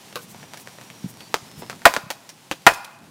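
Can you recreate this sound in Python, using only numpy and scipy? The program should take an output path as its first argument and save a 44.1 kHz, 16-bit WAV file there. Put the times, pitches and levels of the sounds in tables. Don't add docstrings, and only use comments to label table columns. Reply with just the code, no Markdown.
import sys
import numpy as np
from scipy import signal
from scipy.fft import rfft, irfft, next_fast_len
from scipy.io import wavfile
from scipy.ndimage import map_coordinates

SR = 44100
rng = np.random.default_rng(int(sys.argv[2]) if len(sys.argv) > 2 else 0)


def master_out(mix):
    frames = np.transpose(np.atleast_2d(mix))
    ceiling = np.clip(frames, -1, 1)
    pcm = np.round(ceiling * 32767).astype(np.int16)
    wavfile.write(sys.argv[1], SR, pcm)


N = 136710

RUSTLE_LEVELS = [(0, -50), (1.0, -49.5), (3.1, -52)]  # time_s, level_db
RUSTLE_SPECTRUM = [(100, -25.5), (300, -7), (450, -9), (850, -3), (1300, -9.5), (3000, -9.5), (5500, -12),
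                   (9000, -15), (15500, -22.5)]
RUMBLE_LEVELS = [(0, -50), (2.1, -48.5), (2.3, -51.5), (2.9, -54.5), (3.03, -43), (3.1, -45.5)]  # time_s, level_db
RUMBLE_SPECTRUM = [(25, -28.5), (60, -22.5), (120, 3.5), (200, 4), (300, -3.5), (600, -13), (1500, -48)]  # frequency_hz, gain_db
CONTACTS = [(0.127, -27, 0, -1, 3050), (0.3468, -29.5, -3.5, 1, 1000), (.43, -31, -1, 7, 2400),
            (0.536, -17.5, 0.5, 0, 970), (0.5733, -23, 3, -1, 1980), (0.674, -20, -1, -6, 1710),
            (.786, -25.5, -2.5, 2, 744), (0.813, -27.5, -0.5, 0, 1690), (0.902, -24, 0.5, -2, 2320),
            (1.205, -27, 0, 6.5, 2840), (1.3425, 3.5, -0.74, -3.5, 1150), (1.622, -22.5, -3.5, 6.5, 810),
            (1.6985, -11.5, 0, -3.5, 1410), (1.7041, -25.5, 0.5, 10, 1370), (1.729, -24.5, -3, 0, 1173),
            (1.819, -26.5, -2, -2, 1800), (1.939, 0, 1, 1.5, 1060), (1.9649, 3, -1.5, -2.5, 1400),
            (2.1035, -5, 2, 4.5, 800), (2.109, -11.5, -3.5, -17, 1790), (2.292, -21, 3, 6, 5500),
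            (2.5134, -2, -1, 1.5, 2830), (2.737, -17.5, 5, 4, 6500), (2.846, -22, 2, 7, 2980)]
CLICK_SPECTRUM = [(40, -32.5), (200, -28.5), (480, 6), (1100, 2), (2000, 3), (3200, -3.5), (6000, -4),
                  (15000, -21)]
RATTLE_SPECTRUM = [(40, -39), (200, -5), (520, 0.5), (1100, -1.5), (2000, -4.5), (3200, -7), (6000, -11),
                   (15000, -21.5)]
RATTLE_DECAY = [(300, 0.079), (1200, 0.079), (4000, 0.083), (12000, 0.076)]  # frequency_hz, t60_s
ECHO_SPECTRUM = [(100, -5.5), (700, -6.5), (2000, -10), (5000, 3.5), (14000, 6.5)]  # frequency_hz, gain_db
ECHO_DECAY = [(150, 0.56), (700, 0.82), (2000, 0.8), (5000, 0.46), (12000, 0.11)]  # frequency_hz, t60_s
SEAT_MODES = [(375, -2.5, 0.073), (475, -13.5, 0.35), (546, 1, 0.023), (1052, -0.5, 0.092),
              (1237, -4, 0.08), (1505, -7, 0.11), (2610, -7, 0.02), (4190, -8.5, 0.034), (6450, -22.5, .02)]
BIRD_WHISTLES = [(0.196, 0.88, 5850, -59.5), (0.789, 0.58, 5760, -60), (1.178, 0.12, 4570, -53.5),
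                 (1.447, 0.33, 5270, -55.5)]
SLEEVE_STROKES = [.23, .31, .61, 1.10, 1.598]
SOIL_THUDS = [(1.042, -19, 168), (1.058, -23.5, 160), (1.424, -37, 116), (1.576, -35.5, 112),
              (1.591, -32, 162), (2.035, -30.5, 129), (2.064, -30.5, 160)]
HARD_BLOWS = [(1.8539, 11.5, 966, -28), (2.666, 13, 1600, -11.5)]  # start_s, level_db, favoured_band_hz, splinter_db
LOG_MODES = [(468, -17.5, .08), (588.2, -9.5, 0.07), (687, -5, 0.091), (804, -9, 0.064), (1016, -26, 0.25),
             (1233, -4.5, 0.031), (1424, -6, 0.051), (1600, -3, 0.019), (1838, -1.5, 0.042),
             (1914, -12.5, 0.074), (1974, -18, 0.066), (2508, -16.5, 0.12), (3400, -27.5, 0.042)]
STEEL_MODES = [(1040, -48.5, 1), (1510, -50.5, 1), (2500, -43, 0.81)]  # pitch_hz, level_db, t60_s
CRUNCH_SPECTRUM = [(30, -20), (200, -21), (350, -14.5), (600, 4), (1700, 3), (2800, -8.5), (6000, -16.5),
                   (15000, -23)]
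CRUNCH_DECAY = [(100, 0.2), (800, 0.095), (3000, 0.11), (12000, 0.1)]  # frequency_hz, t60_s


def amp(db):
    return 10 ** (np.asarray(db) / 20)


def unit(x):
    return x / np.sqrt(np.mean(x ** 2) + 1e-20)


def along(points, hz):
    frequencies, values = np.transpose(points)
    return np.interp(np.log(hz + 1), np.log(frequencies + 1), values)


def curve(rows):
    return np.interp(np.arange(N) / SR, *np.transpose(rows))


def bell(hz, centre_hz, width_oct):
    return np.exp(-.5 * (np.log2((hz + 1) / centre_hz) / width_oct) ** 2)


def wobble(knots_per_s):
    knots = rng.standard_normal(int(N * knots_per_s / SR) + 4)
    return map_coordinates(knots, [np.arange(N) * knots_per_s / SR])


def filtered(x, response):
    size = next_fast_len(len(x) + SR // 10)
    return irfft(rfft(x, size) * response(np.fft.rfftfreq(size, 1 / SR)), size)[:len(x)]


def noise(spectrum, size):
    return unit(filtered(rng.standard_normal(size), lambda hz: amp(along(spectrum, hz))))


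def burst(spectrum, decay):
    hz, t, bands = signal.stft(noise(spectrum, SR), SR, nperseg=128)
    damping = amp(-60 * t / along(decay, hz)[:, None])
    return signal.istft(bands * damping, SR, nperseg=128)[1][:SR]


def click(gain):
    cepstrum = irfft(np.log(np.maximum(gain(np.fft.rfftfreq(4096, 1 / SR)), 1e-6)))
    half = len(cepstrum) // 2
    causal = np.r_[cepstrum[0], 2 * cepstrum[1:half], np.zeros(half)]
    return irfft(np.exp(rfft(causal)))


def gritty(x, depth_db=3.5):
    return x * unit(amp(depth_db * wobble(knots_per_s=800)))[:len(x)]


def blurred(phase, width_hz):
    drift = lambda: filtered(rng.standard_normal(len(phase)), lambda hz: np.exp(-.5 * (hz / width_hz)**2))
    return unit(drift() * np.cos(phase) + drift() * np.sin(phase))


def add(track, start_s, sound):
    part = track[round(start_s * SR):][:len(sound)]
    part += sound[:len(part)]


def rustle(crackles_per_s=71, crackle_db=-11):
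    impulses = (rng.random(N) < crackles_per_s / SR) * rng.standard_normal(N)
    crackles = unit(filtered(impulses, lambda hz: amp(along(RUSTLE_SPECTRUM, hz))))
    cloth = noise(RUSTLE_SPECTRUM, N) * amp(1.1 * wobble(knots_per_s=20))
    return amp(curve(RUSTLE_LEVELS) + 1.5) * (cloth + amp(crackle_db) * crackles)


def rumble():
    return amp(curve(RUMBLE_LEVELS) + 2 * wobble(knots_per_s=3.7)) * noise(RUMBLE_SPECTRUM, N)


def taps(spot_db=5, bounce_s=.007, bounce_db=-17.5, soil_cutoff_hz=2460):
    out = np.zeros(N)
    for start_s, peak_db, tilt_db_per_octave, rattle_db, spot_hz in CONTACTS:
        tilt = lambda hz: tilt_db_per_octave * np.log2(np.maximum(hz, 200) / 2000)
        tint = lambda hz: amp(tilt(hz) + spot_db * (bell(hz, spot_hz, width_oct=.3) - .5))
        snap = click(lambda hz: amp(along(CLICK_SPECTRUM, hz)) * tint(hz))
        snap = amp(peak_db) * snap / np.abs(snap).max()
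        bounce = filtered(snap, lambda hz: 1 / (1 + 1j * hz / soil_cutoff_hz))
        rattle = filtered(gritty(burst(RATTLE_SPECTRUM, RATTLE_DECAY)), tint)
        add(out, start_s, snap)
        add(out, start_s + bounce_s, amp(bounce_db) * bounce)
        add(out, start_s, amp(peak_db + rattle_db - 16) * rattle)
    return out


def echo(x, rise_s=.0064, shelter_db=-16.5, shelter_t60_s=.45, trees_db=-21.5):
    t = np.arange(SR) / SR
    rise = 1 - np.exp(-t / rise_s)
    shelter = rise * noise(ECHO_SPECTRUM, SR) * amp(-60 * t / shelter_t60_s)
    trees = rise * burst(ECHO_SPECTRUM, ECHO_DECAY)
    response = amp(shelter_db) * shelter / np.linalg.norm(shelter)
    response += amp(trees_db) * trees / np.linalg.norm(trees)
    return signal.fftconvolve(x, response)[:N]


def blade_seating(start_s=.1574, snap_db=-8, chatter_db=-28, chatter_t60_s=.13, ring_db=-29.5):
    out, t = np.zeros(N), np.arange(SR) / SR
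    floor = amp(-17)
    hollow = lambda hz: floor + sum(amp(db) * bell(hz, mode_hz, .21) for mode_hz, db, _ in SEAT_MODES)
    snap = click(hollow)
    chatter = gritty(unit(filtered(rng.standard_normal(SR), hollow))) * amp(-60 * t / chatter_t60_s)
    ring = sum(amp(db - 60 * t / t60_s) * blurred(2 * np.pi * hz * t, width_hz=.029 * hz)
               for hz, db, t60_s in SEAT_MODES)
    add(out, start_s, amp(snap_db) * snap / np.abs(snap).max())
    add(out, start_s, amp(chatter_db) * chatter + amp(ring_db) * ring)
    return out


def bird(fall_hz_per_s=240):
    out, t = np.zeros(N), np.arange(SR) / SR
    for start_s, length_s, pitch_hz, level_db in BIRD_WHISTLES:
        swell = np.sqrt(np.abs(np.sin(np.pi * np.minimum(t / length_s, 1))))
        phase = 2 * np.pi * np.cumsum(pitch_hz - fall_hz_per_s * t) / SR
        add(out, start_s, amp(level_db) * swell * blurred(phase, width_hz=148))
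    return out


def sleeve(level_db=-46, width_s=.014):
    t = np.arange(N) / SR
    strokes = sum(np.exp(-.5 * ((t - centre_s) / width_s) ** 2) for centre_s in SLEEVE_STROKES)
    hiss = unit(filtered(rng.standard_normal(N), lambda hz: bell(hz, centre_hz=9400, width_oct=1)))
    return amp(level_db) * strokes * hiss


def thuds(rise_s=.0044):
    out, t = np.zeros(N), np.arange(SR // 10) / SR
    swell = (t / rise_s * np.exp(1 - t / rise_s)) ** 2
    for start_s, peak_db, pitch_hz in SOIL_THUDS:
        pressure = np.gradient(-swell * np.cos(2 * np.pi * pitch_hz * t))
        add(out, start_s, amp(peak_db) * pressure / np.abs(pressure).max())
    return out


def knocks(emphasis_db=6.5, attack_s=.00093, crunch_db=-8):
    out, t = np.zeros(N), np.arange(SR) / SR
    for start_s, level_db, band_hz, splinter_db in HARD_BLOWS:
        emphasis = lambda hz: emphasis_db * (bell(hz, band_hz, width_oct=.7) - 1)
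        fade = lambda hz, db, t60_s: amp(db + emphasis(hz) - 60 * t / t60_s)
        wood = sum(fade(hz, db, t60_s) * np.sin(2 * np.pi * (hz * t + rng.random()))
                   for hz, db, t60_s in LOG_MODES)
        steel = sum(fade(hz, db, t60_s) * blurred(2 * np.pi * hz * t, width_hz=105)
                    for hz, db, t60_s in STEEL_MODES)
        ring = (wood + steel) * (1 - np.exp(-t / attack_s))
        add(out, start_s, amp(level_db + splinter_db) * splinters())
        crunch = amp(crunch_db) * gritty(burst(CRUNCH_SPECTRUM, CRUNCH_DECAY))
        add(out, start_s, amp(level_db) * (ring + crunch))
    return out


def splinters(snaps_per_s=440, t60_s=.17):
    t = np.arange(SR) / SR
    snaps = (rng.random(SR) < snaps_per_s / SR) * rng.standard_normal(SR)
    return filtered(snaps * amp(-60 * t / t60_s), lambda hz: bell(hz, centre_hz=6500, width_oct=.96))


def scene():
    work = knocks() + taps() + blade_seating() + thuds()
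    return (work + echo(work) + sleeve() + bird() + rustle() + rumble())[None]


def record(dry):
    threshold_db, depth_db, attack_s, recovery_db_per_s = -18, 6, .017, 5.5
    ceiling, cutoff_hz = .97, 15800
    x, window = dry[0], round(attack_s * SR)
    lagged = lambda v: signal.fftconvolve(v, np.ones(window) / window)[:N]
    level_db = 10 * np.log10(np.abs(lagged(x ** 2)) + 1e-12)
    over_db = np.clip(level_db - threshold_db, 0, depth_db)
    recovery_db = recovery_db_per_s * np.arange(N) / SR
    duck_db = lagged(np.maximum.accumulate(over_db + recovery_db) - recovery_db)
    saturated = np.clip(x * amp(-duck_db), -ceiling, ceiling)
    return filtered(saturated, lambda hz: 1 / (1 + (hz / cutoff_hz) ** 100))[None]


dry = scene()
out = record(dry)
master_out(out)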